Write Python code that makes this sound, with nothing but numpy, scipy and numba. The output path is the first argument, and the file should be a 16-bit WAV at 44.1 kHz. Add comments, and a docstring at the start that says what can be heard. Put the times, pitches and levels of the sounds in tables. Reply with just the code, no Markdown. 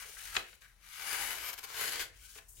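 """Knife through held paper

A knife is tried on a hand-held sheet of paper in a small room, close and a little to the left.
The blade skids along the edge and snaps off it, then slices through in one long stroke that stutters halfway.
Random clicks of parting fibres drive the sheet's resonances; skids, rubs and flicks are filtered friction
and bursts of noise, with soft knocks of the hand. Decaying noise makes the room, over a low rumble."""
import sys
import numpy as np
from scipy import signal
from scipy.fft import rfft, irfft
from scipy.io import wavfile
from numba import njit

SR = 44100
rng = np.random.default_rng(int(sys.argv[2]) if len(sys.argv) > 2 else 0)


def to_wav(s):
    """Save 16-bit WAV."""
    ch = np.atleast_2d(s).T  # columns
    pcm = np.round(np.clip(ch, -1, 1) * 32767)  # PCM
    wavfile.write(sys.argv[1], SR, pcm.astype(np.int16))


N = 114660  # length [samples]
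MID_TO_SIDES = np.array([[1], [-1]])  # opposite signs in left and right


def undb(db):
    """Amplitude ratio of a level in decibels."""
    return 10 ** (np.asarray(db) / 20)


def unit(x):
    """Normalisation to an rms value of 1."""
    return x / np.sqrt(np.mean(x ** 2))


def clock():
    """Time axis in seconds."""
    return np.arange(N) / SR


def curve(table, axis=1):
    """Linear interpolation in time of one column of a table."""
    rows = np.array(table)
    return np.interp(clock(), rows[:, 0], rows[:, axis])


def freqs():
    """Frequency axis in Hz of the zero-padded spectrum, kept above zero."""
    return np.maximum(np.arange(N + 1) * SR / (2 * N), 1)


def filt(x, gain):
    """Linear filtering: the spectrum is multiplied by a frequency response."""
    return irfft(rfft(x, 2 * N, axis=-1) * gain, axis=-1)[..., 0:N]


def colour(points):
    """Minimum-phase response through (frequency [Hz], level [dB]), by folding the cepstrum."""
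    hz, db = np.array(points).T
    level_db = np.interp(np.log(freqs()), np.log(hz), db)
    cepstrum = irfft(np.log(undb(level_db)))
    cepstrum[1:N] *= 2
    cepstrum[N + 1:] = 0
    return np.exp(rfft(cepstrum))


def resonance(hz, width_hz):
    """Response of a damped resonator, with gain 1 at its centre."""
    return 1 / (1 + 1j * (freqs() ** 2 - hz ** 2) / (freqs() * width_hz))


def low_cut(hz, order=8):
    """Zero-phase high-pass response with a steep slope."""
    return 1 / np.sqrt(1 + (hz / freqs()) ** order)


def walk(rate):
    """Slow random modulation of rms 1: random values, rate per second, joined by lines."""
    return unit(np.interp(clock() * rate, np.arange(4096), rng.standard_normal(4096)))


def pan(x, db):
    """Intensity stereophony: left exceeds right by db, with the mean gain held at 1."""
    gains = undb(MID_TO_SIDES * db / 2)
    return x * gains / gains.mean(axis=0)


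def gate(start, length, attack, release):
    """Envelope of a linear rise centred on the start, a hold and an exponential decay."""
    t = clock() - start
    rise = np.clip(t / attack + .5, 0, 1)
    return rise * np.exp(-np.maximum(t - length, 0) / release)


# The sheet radiates treble from many separate patches, so the sides agree less as frequency rises
LIKENESS, LIKENESS_HZ = 0.52, 1940  # likeness at the lowest frequencies; frequency where it halves


def spread(pair):
    """Partial coherence: two unrelated signals become sides most alike in the bass."""
    alike = LIKENESS / (1 + freqs() / LIKENESS_HZ)
    middle = filt(pair[0], np.sqrt(1 + alike))
    side = filt(pair[1], np.sqrt(1 - alike))
    return middle + side * MID_TO_SIDES


def fibres(per_s, spread_db):
    """Shot noise: dense tiny clicks of uneven size as fibres catch and part."""
    sizes = undb(spread_db * np.minimum(rng.exponential(size=(2, N)), 4))
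    clicks = rng.random((2, N)) < per_s / SR
    signs = np.sign(rng.standard_normal((2, N)))
    return unit(spread(clicks * sizes * signs))


@njit
def moving_band(x, hz, width):
    """State-variable resonator: a band-pass whose centre moves."""
    y, band, low = np.empty(len(x)), 0., 0.
    for i in range(len(x)):
        g, damping = np.tan(np.pi * hz[i] / SR), width / hz[i]
        v = (band + g * (x[i] - low)) / (1 + g * (g + damping))
        band, low, y[i] = 2 * v - band, low + 2 * g * v, damping * v
    return y


# Course of the rumble before its random swell: (time [s], level [dB])
RUMBLE_LEVEL = [(0, -68), (.15, -69), (.27, -61), (.37, -51), (.47, -70.5), (1.0, -67.5), (1.5, -66),
                (1.98, -70), (2.03, -58), (2.075, -70), (2.12, -60), (2.27, -65.5), (2.45, -65),
                (2.55, -64.5), (2.59, -54)]
# Spectrum of the rumble: (frequency [Hz], relative spectral level [dB per Hz])
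RUMBLE_COLOUR = [(15, -20.5), (28, -15.5), (42, 2.5), (60, -6.5), (100, -18.5), (200, -33.5), (400, -32),
                 (1500, -64), (16000, -71)]
# Spectrum of the steady hiss: (frequency [Hz], relative spectral level [dB per Hz])
AIR_COLOUR = [(40, -7.5), (120, -3.5), (300, -22.5), (1000, -17), (4000, -21.5), (16000, -46)]
AIR_DB = -72.5


def rumble(swell_db=1.5, side_db=-11):
    """Amplitude-modulated low noise: a wavering rumble with a faint steady hiss above it."""
    mid, side = unit(filt(rng.standard_normal((2, N)), colour(RUMBLE_COLOUR)))
    swell = undb(curve(RUMBLE_LEVEL) + swell_db * walk(4.51))
    low = (mid + undb(side_db) * side * MID_TO_SIDES) * swell
    air = undb(AIR_DB) * unit(filt(spread(rng.standard_normal((2, N))), colour(AIR_COLOUR)))
    return pan(low, db=4.0) + pan(air, db=8.5)


# Light skids of the blade on the paper's edge:
# (start [s], end [s], level at start [dB], level at end [dB], low cut [Hz])
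SKIDS = [(-.02, 0.051, -43.5, -53, 1000), (0.057, 0.162, -51, -50, 1030), (0.17, 0.334, -49, -47, 1010),
         (0.341, 0.41, -42, -53, 850), (0.412, 0.555, -60.5, -60, 1500), (0.544, 0.62, -69.5, -71, 1500),
         (0.612, 0.668, -58, -65, 1150), (0.673, 0.805, -65.5, -76, 1200), (2.136, 2.269, -67, -52.5, 2510),
         (2.273, 2.388, -57.5, -51, 2850), (2.39, 2.52, -63.5, -68.5, 5000),
         (2.486, 2.54, -55.5, -58.5, 7750), (2.543, 2.637, -60, -50.5, 5400)]
# Spectrum of the scratch before the low cut: (frequency [Hz], relative spectral level [dB per Hz])
SKID_COLOUR = [(300, 15), (1000, -7.5), (1600, -8), (2200, -4), (4200, -3.5), (6500, -2.5), (8500, -2.5),
               (11000, -3), (13500, -7.5), (16000, -7)]
SKID_PAN_DB = 6.5


def skids(attack_s=0.011, release_s=0.0043):
    """Sliding friction: the blade rides on the edge without biting, a fine scratch thinned by a low cut."""
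    scratch = filt(fibres(per_s=7800, spread_db=3.5), colour(SKID_COLOUR)) * undb(1.05 * walk(90))
    out = 0
    for start, end, start_db, end_db, cut_hz in SKIDS:
        level = undb(np.interp(clock(), [start, end], [start_db, end_db]))
        touch = level * gate(start, end - start, attack_s, release_s)
        out = out + touch * unit(filt(scratch, low_cut(cut_hz)))
    return pan(out, SKID_PAN_DB)


# Rubs of the bending sheet, with one short burst just before the snap and faint narrow whistles:
# (start [s], length [s], level [dB], centre at start [Hz], centre at end [Hz], width [Hz])
RUBS = [(0, 0.04, -54.5, 1780, 1750, 700), (0.167, 0.052, -55, 1600, 2080, 980),
        (0.254, 0.078, -53.5, 1970, 1590, 980), (0.329, 0.025, -56, 1400, 2540, 600),
        (0.3495, 0.002, -37.5, 1410, 1500, 800), (0.393, 0.095, -60.5, 1700, 2200, 1200),
        (0.619, 0.041, -62.5, 1660, 1750, 650), (0.692, 0.046, -76.5, 1700, 1600, 650),
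        (2.124, 0.205, -66.5, 2100, 2470, 1136), (2.204, 0.12, -72.5, 1480, 1570, 75),
        (2.337, 0.1, -72.5, 1720, 1840, 161), (2.376, 0.0088, -60.5, 2630, 2630, 50),
        (2.568, .04, -67, 3270, 3200, 1193)]


def rubs(attack_s=0.006, release_s=0.024, pan_db=7, judder_db=1):
    """Driven resonance: uneven clicks excite one band, wide or narrow, whose centre may glide."""
    grip = filt(fibres(per_s=5500, spread_db=4), low_cut(hz=985)) * undb(judder_db * walk(110))
    out = 0
    for start, length, db, start_hz, end_hz, width in RUBS:
        hz = np.interp(clock(), [start, start + length], [start_hz, end_hz])
        ring = unit(np.array([moving_band(side, hz, float(width)) for side in grip]))
        out = out + undb(db) * gate(start, length, attack_s, release_s) * ring
    return pan(out, pan_db)


# Snaps and flicks of the sheet: (time [s], level of the burst's drive [dB], decay time constant [s])
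SNAPS = [(0.022, -54, 0.078), (0.3657, -24.5, 0.0036), (0.38, -45.5, 0.0033), (0.529, -55.5, 0.0058),
         (0.619, -60, 0.0066), (2.354, -55, 0.03), (2.385, -52.5, 0.0046)]
# Spectrum of a snap: (frequency [Hz], relative spectral level [dB per Hz])
SNAP_COLOUR = [(60, -12.5), (200, -15), (310, -27), (450, -12.5), (700, -8), (1000, -8.5), (1450, -2),
               (2400, -2), (3300, -4), (5200, -12), (6000, -16), (7500, -12), (8500, -27), (16000, -43)]
SNAP_HOLD_S, SNAP_PAN_DB = 0.0029, 5


def snaps(click_db=14):
    """Impulsive buckling: one sharp click, then a held and decaying burst as the sheet springs back."""
    t = clock()
    push, click = 0, 0
    for start, db, decay in SNAPS:
        fall = np.exp(-np.maximum(t - start - SNAP_HOLD_S, 0) / decay)
        push = push + undb(db) * (t >= start) * fall
        click = click + undb(db + click_db) * (np.arange(N) == int(start * SR))
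    noise = unit(spread(np.sign(rng.standard_normal((2, N)))))
    crack = click + push * noise
    response = colour(SNAP_COLOUR)
    response = response / np.sqrt(np.mean(np.abs(response) ** 2))
    return pan(filt(crack, response), SNAP_PAN_DB)


# Soft knocks of the hand on the sheet: (time [s], level [dB])
KNOCKS = [(0.052, -68), (0.089, -73), (0.371, -49.5), (2.362, -64)]
KNOCK_HZ, KNOCK_WIDTH_HZ, KNOCK_DECAY_S = 431, 140, 0.022  # width of each of two equal resonators


def knocks():
    """Damped resonance: hollow low thuds of narrow noise with an exponential decay."""
    t = clock()
    push = sum(undb(db) * (t >= s) * np.exp(-np.abs(t - s) / KNOCK_DECAY_S) for s, db in KNOCKS)
    noise = spread(rng.standard_normal((2, N)))
    thud = unit(filt(noise, resonance(KNOCK_HZ, KNOCK_WIDTH_HZ) ** 2))
    return pan(push * thud, db=20)


BUNDLES_PER_S, BUNDLE_DB, BUNDLE_DECAY_S = 110, 1.5, 0.0012  # level against the steady tearing


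def bundles():
    """Random relaxation: bundles of fibres give way, each a sudden, brief surge of the tearing."""
    breaks = (rng.random(N) < BUNDLES_PER_S / SR) * rng.random(N)
    surges = signal.lfilter([1], [1, -np.exp(-1 / (SR * BUNDLE_DECAY_S))], breaks)
    return unit(1 + undb(BUNDLE_DB) * surges)


FIBRES_PER_S, FIBRE_SPREAD_DB = 9000, 0.5
COLOUR_CHANGE_S = (1.45, 2.05)  # start and end of the change from early to late
MODES_DB, MODES_FADE_DB = -6.5, 7  # ring against sheet; it weakens by the fade as the cut frees the sheet
BITE_S, BITE_HZ = (0.95, 1.024), 1005  # the bass comes in as the blade goes deeper
RASP_DB, RASP_HZ = -1, 157  # the blade catches unevenly, shaking the sheet's resonances
JERK_ATTACK_S, JERK_RELEASE_S = 0.00096, 0.0031
CUT_PAN_DB, PAN_DRIFT_DB = 7.5, 3.5  # the blade moves towards the middle as it cuts
CUT_TRIM_DB = -1.5  # applied to body and hiss alike
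# Force of the cut, before jerks and surges: (time [s], level [dB])
CUT_FORCE = [(.7, -100), (.78, -78), (.83, -61.5), (.95, -48.5), (1.005, -46.5), (1.05, -43), (1.14, -36.5),
             (1.18, -39.5), (1.215, -37), (1.3, -40), (1.41, -44.5), (1.503, -40.5), (1.518, -52),
             (1.56, -58), (1.672, -53.5), (1.693, -48), (1.73, -45.5), (1.815, -35), (1.865, -38),
             (1.89, -36), (1.905, -41), (1.94, -37), (1.975, -44), (2.005, -33.5), (2.024, -37.5),
             (2.038, -42), (2.065, -53.5), (2.1, -62), (2.2, -100)]
# Short jerks where the blade sticks and goes on: (start [s], length [s], added level [dB])
JERKS = [(1.021, 0.0099, -58), (1.144, 0.0022, -47), (1.53, 0.011, -45), (1.578, 0.016, -48),
         (1.63, 0.019, -51), (1.638, 0.015, -50), (1.841, .003, -47), (1.921, 0.0022, -42),
         (1.957, .003, -39.5), (1.969, .002, -46)]
# The sheet's colour early in the cut: (frequency [Hz], relative spectral level [dB per Hz])
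SHEET_EARLY = [(100, -21), (250, -20), (450, -19.5), (750, -7.5), (1000, -4), (1600, -5), (3000, -6.5),
               (3700, -5.5), (4700, -2), (5600, -5.5), (6600, -5), (8800, -7), (13000, -7.5), (16000, -10)]
# The sheet's colour late in the cut: (frequency [Hz], relative spectral level [dB per Hz])
SHEET_LATE = [(100, 0), (290, -14), (430, -1.5), (700, -4), (1000, -3), (1600, 1.5), (2200, 0.5),
              (3000, 3.5), (4400, 7), (5700, 0), (7200, 3.5), (8700, -1.5), (9700, -3), (13500, -5.5),
              (16000, -5)]
# Resonances of the sheet: (centre [Hz], width [Hz], relative gain [dB])
SHEET_MODES = [(423, 37, -5), (980, 270, -3.5), (1610, 390, 6.5), (2250, 590, 13.5), (2870, 390, 8)]
# Sharp hiss at the cutting edge:
# (time [s], centre [Hz], level against the cut before the trim [dB], lean to the left [dB])
EDGE = [(.85, 10800, -9.5, 27), (1.12, 10200, -9.5, 21), (1.28, 11100, -6, 13), (1.38, 11600, -8, 13),
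        (1.48, 12240, -0.5, 13), (1.65, 11800, -8, 13), (1.71, 12400, -15, 12), (1.82, 11160, -2.5, 8),
        (1.93, 11100, -7, 21), (1.98, 11900, -22, 6), (2.02, 11600, -9.5, 21), (2.08, 11280, -10, 5)]


def cut(edge_width_hz=2900):
    """Source and resonator: parting fibres drive the sheet and hiss at the edge, under a juddering force."""
    force = undb(curve(CUT_FORCE))
    for start, length, db in JERKS:
        force = force + undb(db) * gate(start, length, JERK_ATTACK_S, JERK_RELEASE_S)
    force = force * bundles()

    tear = fibres(FIBRES_PER_S, FIBRE_SPREAD_DB)
    late = np.interp(clock(), COLOUR_CHANGE_S, [0, 1])
    early_sheet = unit(filt(tear, colour(SHEET_EARLY)))
    late_sheet = unit(filt(tear, colour(SHEET_LATE)))
    sheet = (1 - late) * early_sheet + late * late_sheet

    modes = sum(undb(db) * resonance(hz, width) for hz, width, db in SHEET_MODES)
    ring = unit(filt(tear * undb(RASP_DB * walk(RASP_HZ)), modes))
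    body = undb(CUT_TRIM_DB) * (sheet + undb(MODES_DB - MODES_FADE_DB * late) * ring)
    depth = np.interp(clock(), BITE_S, [0, 1])
    body = depth * body + (1 - depth) * filt(body, low_cut(BITE_HZ))

    hz, width = curve(EDGE), float(edge_width_hz)
    edge_tear = fibres(FIBRES_PER_S, FIBRE_SPREAD_DB)
    # two passes make the band's skirts steeper
    hiss = unit(np.array([moving_band(moving_band(side, hz, width), hz, width) for side in edge_tear]))
    hiss_level = undb(curve(EDGE, axis=2) + CUT_TRIM_DB)
    panned_hiss = pan(hiss, curve(EDGE, axis=3)) * hiss_level
    return force * (pan(body, CUT_PAN_DB - PAN_DRIFT_DB * late) + panned_hiss)


RIPPLE_DB, RIPPLE_SPACING_HZ = 3, 149.5  # spread and spacing of the random peaks and dips
FLEX_PER_S = 5.4  # new ripple patterns per second


def flexing(x):
    """Modal ripple: many small resonances of the sheet, which shift as it bends and the cut grows."""
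    out, place = 0, clock() * FLEX_PER_S
    for k, heights in enumerate(rng.standard_normal((16, 2, 1024))):
        ripple = [np.interp(freqs() / RIPPLE_SPACING_HZ, np.arange(len(h)), h) for h in heights]
        db = RIPPLE_DB * np.array(ripple)
        share = np.maximum(1 - np.abs(place - k), 0)  # crossfade between neighbouring patterns
        if share.any():
            # the ripple fades out towards the bass
            out = out + share * filt(x, unit(undb(db * low_cut(hz=760))))
    return out


# Diffuse reverberation: (band centre [Hz], level [dB], time to decay by 60 dB [s])
ROOM = [(100, -9, 0.23), (500, 3.5, 0.36), (970, -1.5, 0.19), (1690, -5, 0.33), (4100, -8, 0.25),
        (7900, -13.5, 0.39), (16000, -20, 0.096)]
# Resonances of the room, some narrow and ringing, some wide and brief:
# (centre [Hz], width [Hz], gain [dB])
ROOM_MODES = [(456, 59, 5), (802, 12, -0.5), (949, 28, -11), (1302, 11.7, -13), (1500, 14, 1.5),
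              (1642, 83, -1), (2295, 85, -2.5), (2934, 76, -3)]
ROOM_DELAY_S = 0.0077


def room(x):
    """Diffuse-field reverberation: noise decaying band by band, beside discrete room modes."""
    hz, db, t60 = np.array(ROOM).T
    noise, t, tail = rng.standard_normal((2, N)), clock() - ROOM_DELAY_S, 0
    for share, level, decay in zip(np.eye(len(hz)), undb(db), t60):
        fade = (t > 0) * np.exp(-np.log(1000) * np.abs(t) / decay)
        fade = fade / np.sqrt(np.sum(fade ** 2))
        band = filt(noise, np.interp(np.log(freqs()), np.log(hz), share))
        tail = tail + level * band * fade
    modes = sum(undb(gain) * resonance(f, width) for f, width, gain in ROOM_MODES)
    mono = x.mean(axis=0)
    return pan(filt(mono, rfft(tail, 2 * N)), db=1.5) + pan(filt(mono, modes), db=2.5)


def scene():
    """Superposition: the paper's direct sound, its reverberation and the rumble add."""
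    paper = flexing(cut() + skids() + rubs()) + snaps() + knocks()
    return paper + room(paper) + rumble()


TOP_HZ = 15900


def record(dry):
    """Band limitation: a steep elliptic low-pass removes the extreme treble."""
    return signal.sosfilt(signal.ellip(10, .2, 80, TOP_HZ, fs=SR, output="sos"), dry)


dry = scene()
out = record(dry)
to_wav(out)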